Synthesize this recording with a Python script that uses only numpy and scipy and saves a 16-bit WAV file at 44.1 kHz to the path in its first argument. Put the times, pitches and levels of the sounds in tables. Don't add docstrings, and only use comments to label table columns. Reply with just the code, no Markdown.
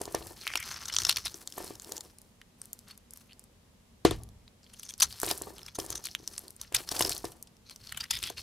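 import sys
import numpy as np
from scipy import signal
from scipy.io import wavfile
from scipy.ndimage import uniform_filter1d

SR = 44100
rng = np.random.default_rng(int(sys.argv[2]) if len(sys.argv) > 2 else 0)


def master(y):
    cut = np.clip(np.atleast_2d(y).T, -1, 1)
    pcm = np.round(cut * 32767)
    wavfile.write(sys.argv[1], SR, pcm.astype(np.int16))


N = 371322
HOP = 64


def from_db(db):
    return 10 ** (np.asarray(db) / 20)


def rms_one(x):
    return x / np.sqrt(np.mean(x ** 2) + 1e-20)


def loudest_rms(x):
    return np.sqrt(uniform_filter1d(x ** 2, size=88).max())


def at_hz(points, hz):
    points_hz, values = np.transpose(points)
    return np.interp(np.log(hz), np.log(points_hz), values)


def band(x, low_hz, high_hz):
    sos = signal.butter(2, [low_hz, min(high_hz, .45 * SR)], "band", fs=SR, output="sos")
    return signal.sosfilt(sos, x)


def resonance(x, hz, width_hz):
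    r = np.exp(-np.pi * width_hz / SR)
    gain = (1 - r * r) / 2
    return signal.lfilter([gain, 0, -gain], [1, -2 * r * np.cos(2 * np.pi * hz / SR), r * r], x)


def panned(x, left_db):
    return np.array([x * from_db(left_db / 2), x * from_db(-left_db / 2)])


def drift(per_s):
    knots = rng.standard_normal(int(N / SR * 100) + 2)
    return np.interp(np.arange(N) / SR * per_s, np.arange(len(knots)), knots)


def grains(per_s, spread_db):
    sizes = from_db(spread_db * np.minimum(rng.exponential(1, N), 4)) * rng.choice([-1, 1], N)
    clicks = sizes * (rng.random(N) < per_s / SR) + 1e-18
    return panned(clicks, 1.8 + 1.5 * rng.standard_normal(N))


def swell(start_s, hold_s, rise_db_per_s, fall_db_per_s):
    t = np.arange(0, N + HOP, HOP) / SR - np.reshape(start_s, (-1, 1))
    late = np.maximum(t - np.reshape(hold_s, (-1, 1)), 0)
    return from_db(rise_db_per_s * np.minimum(t, 0) - fall_db_per_s * late) ** 2


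def total_db(levels_db, swells):
    power = from_db(levels_db) ** 2 @ swells + 1e-11
    return np.interp(np.arange(N) / HOP, np.arange(len(power)), 10 * np.log10(power))


# (frequency [Hz], relative density [dB])
HUM_SPECTRUM = [(15, -33), (25, -9.5), (112, -21), (135, -16), (213, -4), (286, -19.5), (529, -14.5),
                (655, -27), (749, -19.5), (1460, -27), (3350, -27), (3730, -28), (15000, -32.5)]
# (frequency [Hz], correlation [0-1])
HUM_LIKENESS = [(60, 1), (240, 0.74), (950, 0.16), (3770, 0.087), (15000, 0.1)]


def room_tone(level_db=-63):
    out, edges = 0, 25 * 2 ** np.arange(0, 9.5, 1 / 3)
    white = rng.standard_normal((2, 2, N))
    for k, (low, high) in enumerate(zip(edges, edges[1:])):
        mid, side = band(white[k % 2], low, high)
        hz = np.sqrt(low * high)
        alike = at_hz(HUM_LIKENESS, hz)
        stereo = np.sqrt(1 + alike) * mid + np.sqrt(1 - alike) * side * [[1], [-1]]
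        out = out + from_db(at_hz(HUM_SPECTRUM, hz)) * stereo
    return from_db(level_db) * rms_one(out)


def reflections(x, level_db=-21, t60_s=.073, wall_cut_hz=4100):
    t = np.arange(SR // 2) / SR
    shared, own = rng.standard_normal(len(t)), rng.standard_normal((2, len(t)))
    tail = (shared + 1.8 * own) * from_db(-60 * t / t60_s) * (t > .003)
    dull = np.exp(-2 * np.pi * wall_cut_hz / SR)
    tail = signal.lfilter([1 - dull], [1, -dull], tail)
    tail /= np.sqrt(np.sum(tail ** 2) / 2)
    return from_db(level_db) * signal.fftconvolve(x.mean(axis=0, keepdims=True), tail, axes=1)[:, :N]


def stand_rumble(level_db):
    mid, side = band(rng.standard_normal((2, N)), 38, 120)
    return from_db(level_db) * rms_one(mid + .085 * side * [[1], [-1]])


# (frequency [Hz], relative level [dB], t60 [s])
TOP_MODES = [(63, -16, 0.67), (114, -27.5, .2), (234, -33.5, 0.48), (305, -22, 0.36), (333, -4, 0.1),
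             (385, 2, 0.038), (477, -12.5, 0.12), (545, -2.5, 0.038), (634, -13.5, 0.071),
             (729.5, -1, 0.037), (890, 0, 0.019), (992, -5, 0.032), (1184, -9.5, 0.057),
             (1790, -8.5, 0.074)]
# (time [s], relative level [dB], pitch [Hz])
LUMPS = [(0.012, -23.5, 520), (0.077, -25.5, 503), (0.146, -13, 633), (0.207, -34.5, 464),
         (0.4683, -52, 720), (0.5541, -28.5, 700), (0.965, -53, 920), (1.0497, -36, 610), (1.068, -40, 840),
         (1.0905, -28, 920), (1.257, -33.5, 885), (1.345, -39, 360), (1.579, -23.5, 890),
         (1.6028, -28, 523), (1.6419, -31, 443), (1.7055, -27, 350), (1.87, -40.5, 380), (1.9176, -32, 504),
         (2.055, -42, 480), (4.0508, 1, 424), (4.1112, -14.5, 416), (4.1293, -38, 430), (5.005, -55, 740),
         (5.0215, -36, 1070), (5.2319, -16, 664), (5.255, -39, 620), (5.273, -24.5, 700),
         (5.3116, -21, 700), (5.4142, -25.5, 445), (5.47, -32, 480), (5.4842, -36.5, 460),
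         (5.7863, -19, 500), (5.9024, -32, 570), (6.1991, -41.5, 335), (6.23, -44, 400), (6.315, -46, 340),
         (6.437, -43, 350), (6.49, -43.5, 400), (6.721, -32.5, 570), (6.9176, -24.5, 720),
         (7.0073, -14, 740), (7.052, -21.5, 480), (7.105, -28, 690), (7.2427, -20, 477), (8.3019, -27, 670)]


def table_top(patter_db, scatter_db=1.8, rattle_t60_s=.15):
    blows, rattle_hits = np.zeros((len(TOP_MODES), N)), np.zeros(N)
    chance = rng.standard_normal((len(LUMPS), len(TOP_MODES)))
    hz, mode_db, t60 = np.transpose(TOP_MODES)
    for (s, lump_db, pitch_hz), luck in zip(LUMPS, chance):
        octaves_off = np.abs(np.log2(hz / pitch_hz))
        blows[:, round(s * SR)] += from_db(lump_db - 10.5 + scatter_db * luck - 6.7 * octaves_off)
        rattle_hits[round(s * SR)] = from_db(lump_db - 27)
    patter = grains(390, spread_db=4)[0]
    dealt = rng.integers(0, 3, N)
    knocks, crumbs = 0, 0
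    for k in range(len(TOP_MODES)):
        r, w = from_db(-60 / (t60[k] * SR)), 2 * np.pi * hz[k] / SR
        shape = (-1) ** (k // 3) * from_db(mode_db[k])
        forces = np.array([blows[k], patter * (dealt == k % 3)]) + 1e-18
        knock, crumb = signal.lfilter([0, shape * np.sin(w)], [1, -2 * r * np.cos(w), r * r], forces)
        place = 2.6 + 8.2 * (-1) ** k
        knocks += panned(knock, place)
        crumbs += panned(crumb, place)
    decay = signal.lfilter([1], [1, -from_db(-60 / (rattle_t60_s * SR))], rattle_hits)
    rattle = decay * rms_one(band(rng.standard_normal(N), 470, 5500))
    return knocks + panned(rattle, 1.5) + from_db(patter_db) * rms_one(band(crumbs, 200, 1500))


# (frequency [Hz], width [Hz], relative level [dB])
BAR_MODES = [(1270, 500, 3), (1620, 180, -2), (2200, 3600, -3.5), (3300, 960, 2.5), (4300, 230, 6),
             (5300, 840, 6), (6100, 320, 5), (7000, 700, -13.5)]


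def crunch(crunch_db, pitch_hz, body_db, dust_db):
    clumps = from_db(3.6 * drift(per_s=80))
    fractures = clumps * grains(1500, spread_db=4)
    dealt = rng.integers(0, 3, N)
    body, middle = .25 * band(fractures, 900, 2800), .1 * band(fractures, 2800, 8000)
    for k, (hz, width_hz, level_db) in enumerate(BAR_MODES):
        ring = (-1) ** k * from_db(level_db) * resonance(fractures * (dealt == k % 3), hz, width_hz)
        if hz < 2700:
            body += ring
        else:
            middle += ring * from_db(-12 * np.abs(np.log2(hz / pitch_hz)))
    dust = band(clumps * grains(1000, spread_db=2), 6800, 18000)
    return (from_db(body_db) * rms_one(body) + from_db(crunch_db) * rms_one(middle)
            + from_db(dust_db) * rms_one(dust))


# (time [s], hold [s], dust [dB], patter [dB])
CRUMB_SHOWERS = [(0, 0.3, -51.5, -51.5), (.2, 0.19, -61.5, -72), (1.31, 0.11, -54, -59.5),
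                 (1.467, 0.15, -56.5, -68), (1.572, 0.076, -44.5, -49), (1.795, .06, -55.5, -61.5),
                 (2.047, 0.017, -65, -69), (2.19, 0.051, -66.5, -77), (1.863, 0.1, -50, -54),
                 (2.59, 0.18, -63.5, -71.5), (3.125, 0.068, -61.5, -76.5), (3.37, .05, -76.5, -73),
                 (4.074, 0.011, -56.5, -45.5), (5.004, 0.036, -43.5, -67), (5.215, 0.034, -43, -72),
                 (5.234, 0.057, -38, -44), (5.42, .02, -59, -57), (5.462, 0.012, -57, -50),
                 (5.53, .02, -60, -63), (5.786, 0.047, -46.5, -49.5), (5.874, .08, -57, -54),
                 (6.276, 0.19, -57, -62.5), (6.743, 0.026, -43, -51), (6.917, 0.048, -42, -45),
                 (6.992, 0.053, -37, -41), (7.256, 0.016, -53.5, -54), (7.7, 0.043, -62, -73)]
# (time [s], hold [s], crunch [dB], pitch [Hz], body relative to crunch [dB], table shake [dB])
BLADE_PUSHES = [(0.391, 0.04, -51.5, 4094, -9, -72), (0.456, 0.25, -49, 5900, -7, -62),
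                (0.652, .24, -47.5, 5500, -1.5, -59.5), (0.933, 0.24, -43, 5200, -6.5, -54),
                (1.245, 0.034, -49, 5000, -11, -55.5), (2.878, .05, -63, 4500, -0.5, -69),
                (4.634, 0.11, -67.5, 4704, -6.5, -71), (4.774, .15, -59.5, 6200, -12, -71),
                (5.0, 0.1, -52, 4820, -16, -54), (5.107, .05, -52.5, 4410, -7, -62),
                (5.556, .13, -58, 5900, -4.5, -63), (5.899, 0.061, -50.5, 5970, -4, -53.5),
                (6.04, 0.053, -50, 5170, -17, -58.5), (6.183, 0.19, -57.5, 6200, -10, -64),
                (6.607, .03, -55, 5000, -5, -63), (6.751, 0.014, -41, 3800, -3.5, -47.5),
                (6.877, .07, -50, 4785, -3.5, -56.5), (6.97, 0.17, -43.5, 5200, -14, -57.5),
                (7.67, 0.037, -63, 4290, -5, -71), (7.814, .08, -59.5, 4300, -7.5, -63),
                (7.919, 0.12, -52.5, 3100, -7.5, -56.5), (8.129, 0.06, -47.5, 3400, -11, -53.5),
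                (8.232, 0.025, -40.5, 3544, -10.5, -53), (8.378, .05, -48, 4580, -16, -58)]


def crumbling(resting_shake_db=-65.5):
    push_s, push_hold, push_db, push_hz, below_db, push_shake_db = np.transpose(BLADE_PUSHES)
    fall_s, fall_hold, fall_dust_db, fall_patter_db = np.transpose(CRUMB_SHOWERS)
    lump_s, lump_db, _ = np.transpose(LUMPS)
    pushes = swell(push_s, push_hold, rise_db_per_s=700, fall_db_per_s=216.5)
    showers = swell(fall_s, fall_hold, rise_db_per_s=1505, fall_db_per_s=109.5)
    jolts = swell(lump_s, 0, rise_db_per_s=6000, fall_db_per_s=74)
    events = np.r_[pushes, showers]
    event_db = np.r_[push_db, fall_dust_db - 6.5]
    event_hz = np.r_[push_hz, np.full(len(fall_s), 5000)]
    loudest = np.argmax(from_db(event_db)[:, None] ** 2 * events, axis=0)
    pitch_hz = event_hz[loudest].repeat(HOP)[:N]
    body_db = total_db(np.r_[push_db + below_db, fall_dust_db - 10.5], events)
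    dust_db = total_db(np.r_[push_db - 3.5, fall_dust_db], events)
    patter_db = total_db(np.r_[push_db - 16.5, fall_patter_db], events)
    shakes = np.r_[pushes, jolts, np.ones_like(pushes[:1])]
    shake_db = total_db(np.r_[push_shake_db, lump_db - 33.5, resting_shake_db], shakes)
    return crunch(total_db(event_db, events), pitch_hz, body_db, dust_db) + table_top(patter_db), shake_db


# (time [s], length [s], level [dB], start pitch [Hz], end pitch [Hz])
EDGE_SKIDS = [(0.409, 0.014, -47.5, 4000, 4230), (0.435, 0.024, -53, 2400, 2300),
              (0.463, 0.071, -44.5, 2250, 2200), (0.565, 0.077, -44, 2200, 2200),
              (1.249, 0.021, -38.5, 5300, 3700), (2.896, 0.023, -67, 4400, 4400),
              (3.291, 0.039, -58, 2740, 3000), (4.628, 0.02, -61, 5060, 4870),
              (4.664, 0.0095, -60, 3160, 3200), (4.731, 0.02, -57.5, 3020, 3050),
              (4.79, 0.012, -48.5, 6100, 6100), (4.839, 0.017, -51, 6100, 6100),
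              (4.86, .02, -57, 6100, 6100), (4.885, 0.024, -43, 6100, 6100),
              (5.019, 0.014, -18.5, 5960, 4430), (5.741, 0.03, -52, 5900, 6300),
              (5.897, 0.029, -44, 6100, 6100), (5.952, 0.033, -41, 6100, 6100),
              (6.046, 0.026, -41.5, 4300, 4300), (6.744, 0.022, -26.5, 3860, 4540),
              (7.656, 0.088, -57.5, 4190, 4200), (7.866, 0.01, -46.5, 4300, 4360),
              (8.026, 0.038, -49, 1890, 1950), (8.099, 0.081, -37.5, 4660, 3520),
              (8.22, 0.078, -42, 3050, 3300), (8.365, 0.037, -50.5, 2710, 2720)]


def skids():
    out = np.zeros((2, N))
    grit = grains(6000, spread_db=8)
    for s, length, level_db, start_hz, end_hz in EDGE_SKIDS:
        at, size = round(s * SR), round(length * SR)
        rub, progress = grit[:, at:at + size], np.linspace(0, 1, size)
        rasp = (1 - progress) * resonance(rub, start_hz, 320) + progress * resonance(rub, end_hz, 320)
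        rasp -= .4 * resonance(rub, 1.5 * end_hz, 400) + .25 * resonance(rub, .55 * end_hz, 250)
        rasp += .07 * band(rub, 1500, 7000) + .08 * band(rub, 7500, 12000)
        fade = np.clip(6.5 * np.minimum(progress, 1 - progress), 0, 1)
        out[:, at:at + size] += from_db(level_db) * rms_one(rasp) * fade
    return out


# (time [s], level [dB], flake pitch [Hz], edge relative to flake [dB], tearing time [ms])
SOAP_CRACKS = [(0.0162, -31.5, 9100, -8, 1.9), (.0552, -36.5, 7100, -1.5, .6), (.1244, -53.5, 9420, 12, .6),
               (0.1491, -27, 5760, -1.5, 0.98), (0.2255, -44.5, 4140, -20, 1.3),
               (.2493, -55, 10800, -6, 0.66), (.27, -44, 12200, 2, 0.81), (.4687, -28, 2260, -8, 0.63),
               (.477, -26.5, 3300, -6, 0.69), (0.5027, -37.5, 2200, -22, 0.19),
               (0.5376, -30.5, 2200, -12, 0.68), (.5561, -22, 2560, -4.5, 0.45),
               (.574, -26.5, 5500, -12, 3), (.6016, -34, 12400, -11, 3.6), (0.6278, -38, 5860, -6, 0.95),
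               (0.6884, -41, 4360, 0, 0.98), (0.722, -38, 6000, -5, 1.5), (0.742, -38, 5400, -11, 4.3),
               (0.8564, -34.5, 5900, -10, 3.1), (0.884, -33.5, 5600, -8, 3.5), (0.8987, -36, 2950, -9, 3.3),
               (0.9264, -31.5, 5440, -11, 5.4), (0.939, -29, 5040, -8, 0.77),
               (0.9652, -16.5, 5800, -43, 1.9), (0.9863, -18.5, 5840, -23, 1.1),
               (1.0037, -32, 5900, -8, 7.7), (1.0195, -30, 4350, -3, 0.52), (1.035, -31, 5900, -12, .7),
               (1.0508, -18, 5300, -13, 1.8), (1.0686, -27, 5400, -13, 5.3), (1.0946, -15, 4300, -5, 3.2),
               (1.1073, -23, 4770, -15, 0.18), (1.1132, -24, 5250, -12, 1.1), (1.1264, -28, 4670, -6, 0.82),
               (1.161, -26, 5660, -14, 0.25), (1.17, -25.5, 4300, -3, 2.8),
               (1.2551, -30.5, 10200, -5, 0.82), (1.2603, -28.5, 5030, -10, 3.9),
               (1.269, -30.5, 3910, -7, 2.8), (1.2803, -36, 4000, -9, 0.85), (1.343, -35, 5660, -10, 0.59),
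               (1.4748, -31, 5950, -10, 0.67), (1.5239, -40, 5330, -4, 0.52), (1.582, -34, 11800, -6, 2.1),
               (1.645, -44.5, 9400, 4, 1.2), (1.678, -43.5, 4150, 0, 1.2), (1.7544, -46, 5630, 0, 1.9),
               (1.7982, -38.5, 6900, -11, .55), (1.8207, -43, 7050, 0, 0.55), (1.846, -44, 5300, -2, 1.1),
               (1.921, -29.5, 6740, -3, 0.55), (1.9674, -35, 6740, -8, 0.45),
               (1.9794, -34.5, 6900, -6, 1.1), (2.0077, -36, 7000, -7, 1.5), (2.1857, -50, 8400, 5.5, .76),
               (2.217, -51, 8750, 2, 0.41), (2.4153, -47, 3080, -9, 0.83), (2.6167, -35, 8600, -8, 0.43),
               (2.656, -55, 9990, 11.5, .37), (2.7314, -46, 8700, 16, 0.39), (2.7909, -50, 7500, 4.5, .46),
               (2.8843, -47.5, 11710, -19, .7), (2.911, -44, 4400, -8, 6), (2.977, -47, 10900, -3, 0.94),
               (3.108, -49, 9220, 4.5, .38), (3.136, -43, 11300, 0.5, 1.4), (3.174, -46.5, 11600, 3, 1.1),
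               (3.3318, -49.5, 4480, -7, 1.1), (3.3946, -54, 8700, 9.5, 0.4),
               (3.44, -54.5, 9700, 6.5, 0.51), (4.0511, -22.5, 4140, -4.5, 2), (4.11, -31.5, 3360, -2, 1.8),
               (4.235, -68.5, 8980, 26.5, .47), (4.2897, -55.5, 6000, 0.5, 0.62),
               (4.4786, -49.5, 3980, -18, 1.3), (4.737, -47, 9730, -11, 5.1), (4.7968, -42, 9450, -3, 0.9),
               (4.8328, -41.5, 4780, 2, 2.6), (4.853, -51, 9500, -1, 2.5), (4.891, -39, 5600, -7, .52),
               (4.907, -45, 3300, 0, 2.2), (4.9385, -38, 5900, -8, .6), (4.9796, -46, 9650, 2, .67),
               (5.0011, -31, 4770, 5, 0.56), (5.0058, -23, 4740, -4, 4.1), (5.0272, -17, 5880, -2, 6.6),
               (5.043, -30.5, 6070, -10, 12), (5.107, -46.5, 3200, -10, 1.3), (5.1266, -37, 4600, -8, 1.3),
               (5.201, -31, 8900, 2, 0.3), (5.2167, -30, 8650, 1.5, 0.45), (5.2322, -30.5, 1490, 5, 1.1),
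               (5.2642, -33.5, 8310, 5.5, 0.88), (5.274, -38, 8000, -2, .9), (5.2812, -35.5, 3730, -8, 9.5),
               (5.289, -30, 9500, -14, 0.55), (5.305, -32.5, 4060, -5, 13), (5.3125, -24, 4830, 1, 1.3),
               (5.377, -47.5, 8800, 12.5, 1.1), (5.3814, -42, 9950, 5, 0.64),
               (5.42, -47.5, 10000, 17.5, .74), (5.436, -44.5, 4100, -15, 2.3),
               (5.5825, -45.5, 3100, 1, 0.71), (5.592, -47, 3000, -5, 0.68), (5.617, -49, 3480, -9, 0.54),
               (5.6315, -42, 5300, -7, 0.95), (5.6636, -39, 5360, -7, 1.8), (5.683, -43, 3340, -8, 4.1),
               (5.7543, -40, 5950, -3, 9.4), (5.7886, -33, 9000, -6, 2.2), (5.8, -31, 5330, -6, 2.8),
               (5.8636, -42, 9990, 2, 0.58), (5.9041, -35, 6400, 6.5, 1.3), (5.928, -32.5, 5850, -20, 0.97),
               (5.9556, -32, 5900, -5.5, 4.9), (6.041, -37, 11600, -7, 0.49), (6.055, -35.5, 4500, 3, 3.3),
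               (6.07, -37.5, 3200, 2, 0.66), (6.087, -43, 3030, -4, .51), (6.1504, -25, 3070, -9, 0.33),
               (6.2767, -28, 5660, -4.5, 0.37), (6.335, -45, 8500, -5, 0.68), (6.38, -28.5, 9500, -21, 1.5),
               (6.392, -39, 11300, -2, 0.66), (6.4811, -43.5, 4300, 1.5, 0.86),
               (6.5062, -49.5, 11070, 8, 0.71), (6.5645, -54, 8900, 9, 1.1), (6.6144, -33.5, 5770, 0, 1.33),
               (6.648, -53, 2800, -21, 1.3), (6.725, -45, 2600, 2, 0.33), (6.748, -26, 2940, 6.5, 5.6),
               (6.7667, -23.5, 5300, -6, .65), (6.8903, -29, 5300, -7, 1.3), (6.9155, -29.5, 5700, -3, 3.8),
               (6.9232, -31.5, 6000, -8, .45), (6.9658, -32, 4600, -5, 7.3), (6.9934, -24.5, 7900, -1, 2.1),
               (7.0083, -25.5, 2750, 3, 1.8), (7.0145, -22, 10500, -8, 0.43), (7.0232, -21, 5300, -9, 1.8),
               (7.0494, -22.5, 5100, -7.5, 2), (7.0623, -32, 5160, -2, 0.72), (7.074, -34, 10030, -6, .6),
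               (7.0945, -26, 9990, 1, 1.2), (7.107, -34, 8500, -5, .98), (7.117, -35, 10120, 3, .6),
               (7.122, -27.5, 4170, -16, 0.43), (7.1296, -37, 4100, 3, 0.57), (7.1498, -39, 10290, 4, .6),
               (7.1653, -35.5, 4400, -6, .75), (7.1797, -38.5, 10120, 5.5, 0.55),
               (7.2452, -39, 8910, -10, 1.1), (7.2527, -38, 5150, -1.5, 3.9), (7.32, -49.5, 5470, 4, 0.66),
               (7.368, -59, 9100, 1.5, 0.46), (7.4266, -52.5, 9680, 17.5, 0.42),
               (7.473, -52, 5000, -5, 0.35), (7.568, -58, 5000, -6.5, 0.6), (7.6973, -44, 4310, -6, 0.48),
               (7.71, -47.5, 4200, -1, 4.5), (7.761, -41, 5860, -5, 0.66), (7.893, -44.5, 4300, -6, 3.7),
               (7.9234, -36, 2830, 0.5, 2.6), (7.9466, -44, 2630, -7.5, 2.9),
               (7.9744, -35.5, 3000, 1.5, 4.9), (8.0074, -30, 4680, -11, 6.5),
               (8.0405, -35.5, 5000, -8, 2.3), (8.11, -22, 4900, -3.5, 4), (8.1361, -35.5, 3140, -3, 2.7),
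               (8.154, -39, 3470, 0, 1.5), (8.172, -37.5, 3450, -3, 2.5), (8.189, -37.5, 6000, -6, 0.91),
               (8.2282, -34, 3460, 1, 2.8), (8.2382, -26.5, 4960, -21, 0.34), (8.301, -39, 6370, 2.5, 1.5),
               (8.38, -38, 4270, -14, 6.6), (8.3908, -42, 4300, -6, 6.5)]


def cracks():
    size, lead = 1024, 256
    out = np.zeros((2, N + 2 * size))
    ms = (np.arange(size) - lead) / SR * 1000
    noise = rng.standard_normal((len(SOAP_CRACKS), 3, size))
    places = 1.5 + 2 * rng.standard_normal(len(SOAP_CRACKS))
    for (s, level_db, hz, edge_db, tear_ms), (slips, fizz, apart), place in zip(SOAP_CRACKS, noise, places):
        tear_ms = max(tear_ms, .2)
        body_db = -15 + 2 * np.log2(tear_ms) - np.log2(hz / 5000)
        width_ms = tear_ms * np.where(ms < 0, .5, .9)
        envelope = np.exp(-(np.abs(ms) / width_ms) ** 1.1)
        envelope += .066 * np.exp(-ms / 5.8) * (ms > 0)
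        slips = slips * np.abs(slips) * envelope
        flake = resonance(slips, hz, .025 * hz + 210 / tear_ms) + .29 * band(slips, .52 * hz, 1.1 * hz)
        body = band(slips, 980, 2900)
        edge = band(fizz * np.abs(fizz) * envelope, 7200, 14500)
        flake, body, edge = [part / loudest_rms(part) for part in (flake, body, edge)]
        crack = from_db(level_db) * (flake + from_db(body_db) * body + from_db(edge_db) * edge)
        side = from_db(level_db + edge_db + 4.5) * band(apart * envelope, 7500, 16000)
        at = round(s * SR)
        out[:, at:at + size] += panned(crack, place) + side * [[1], [-1]]
    return out[:, lead:N + lead]


def scene():
    cutting = cracks() + skids()
    debris, shake_db = crumbling()
    near = cutting + debris
    return near + reflections(near) + stand_rumble(shake_db) + room_tone()


def record(dry):
    roll_off_hz, ceiling, cutoff_hz = 12100, .9, 16900
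    mic = signal.sosfilt(signal.butter(2, roll_off_hz, fs=SR, output="sos"), dry)
    preamp = ceiling * np.tanh(mic / ceiling)
    return signal.sosfilt(signal.cheby2(12, 70, cutoff_hz, fs=SR, output="sos"), preamp)


dry = scene()
out = record(dry)
master(out)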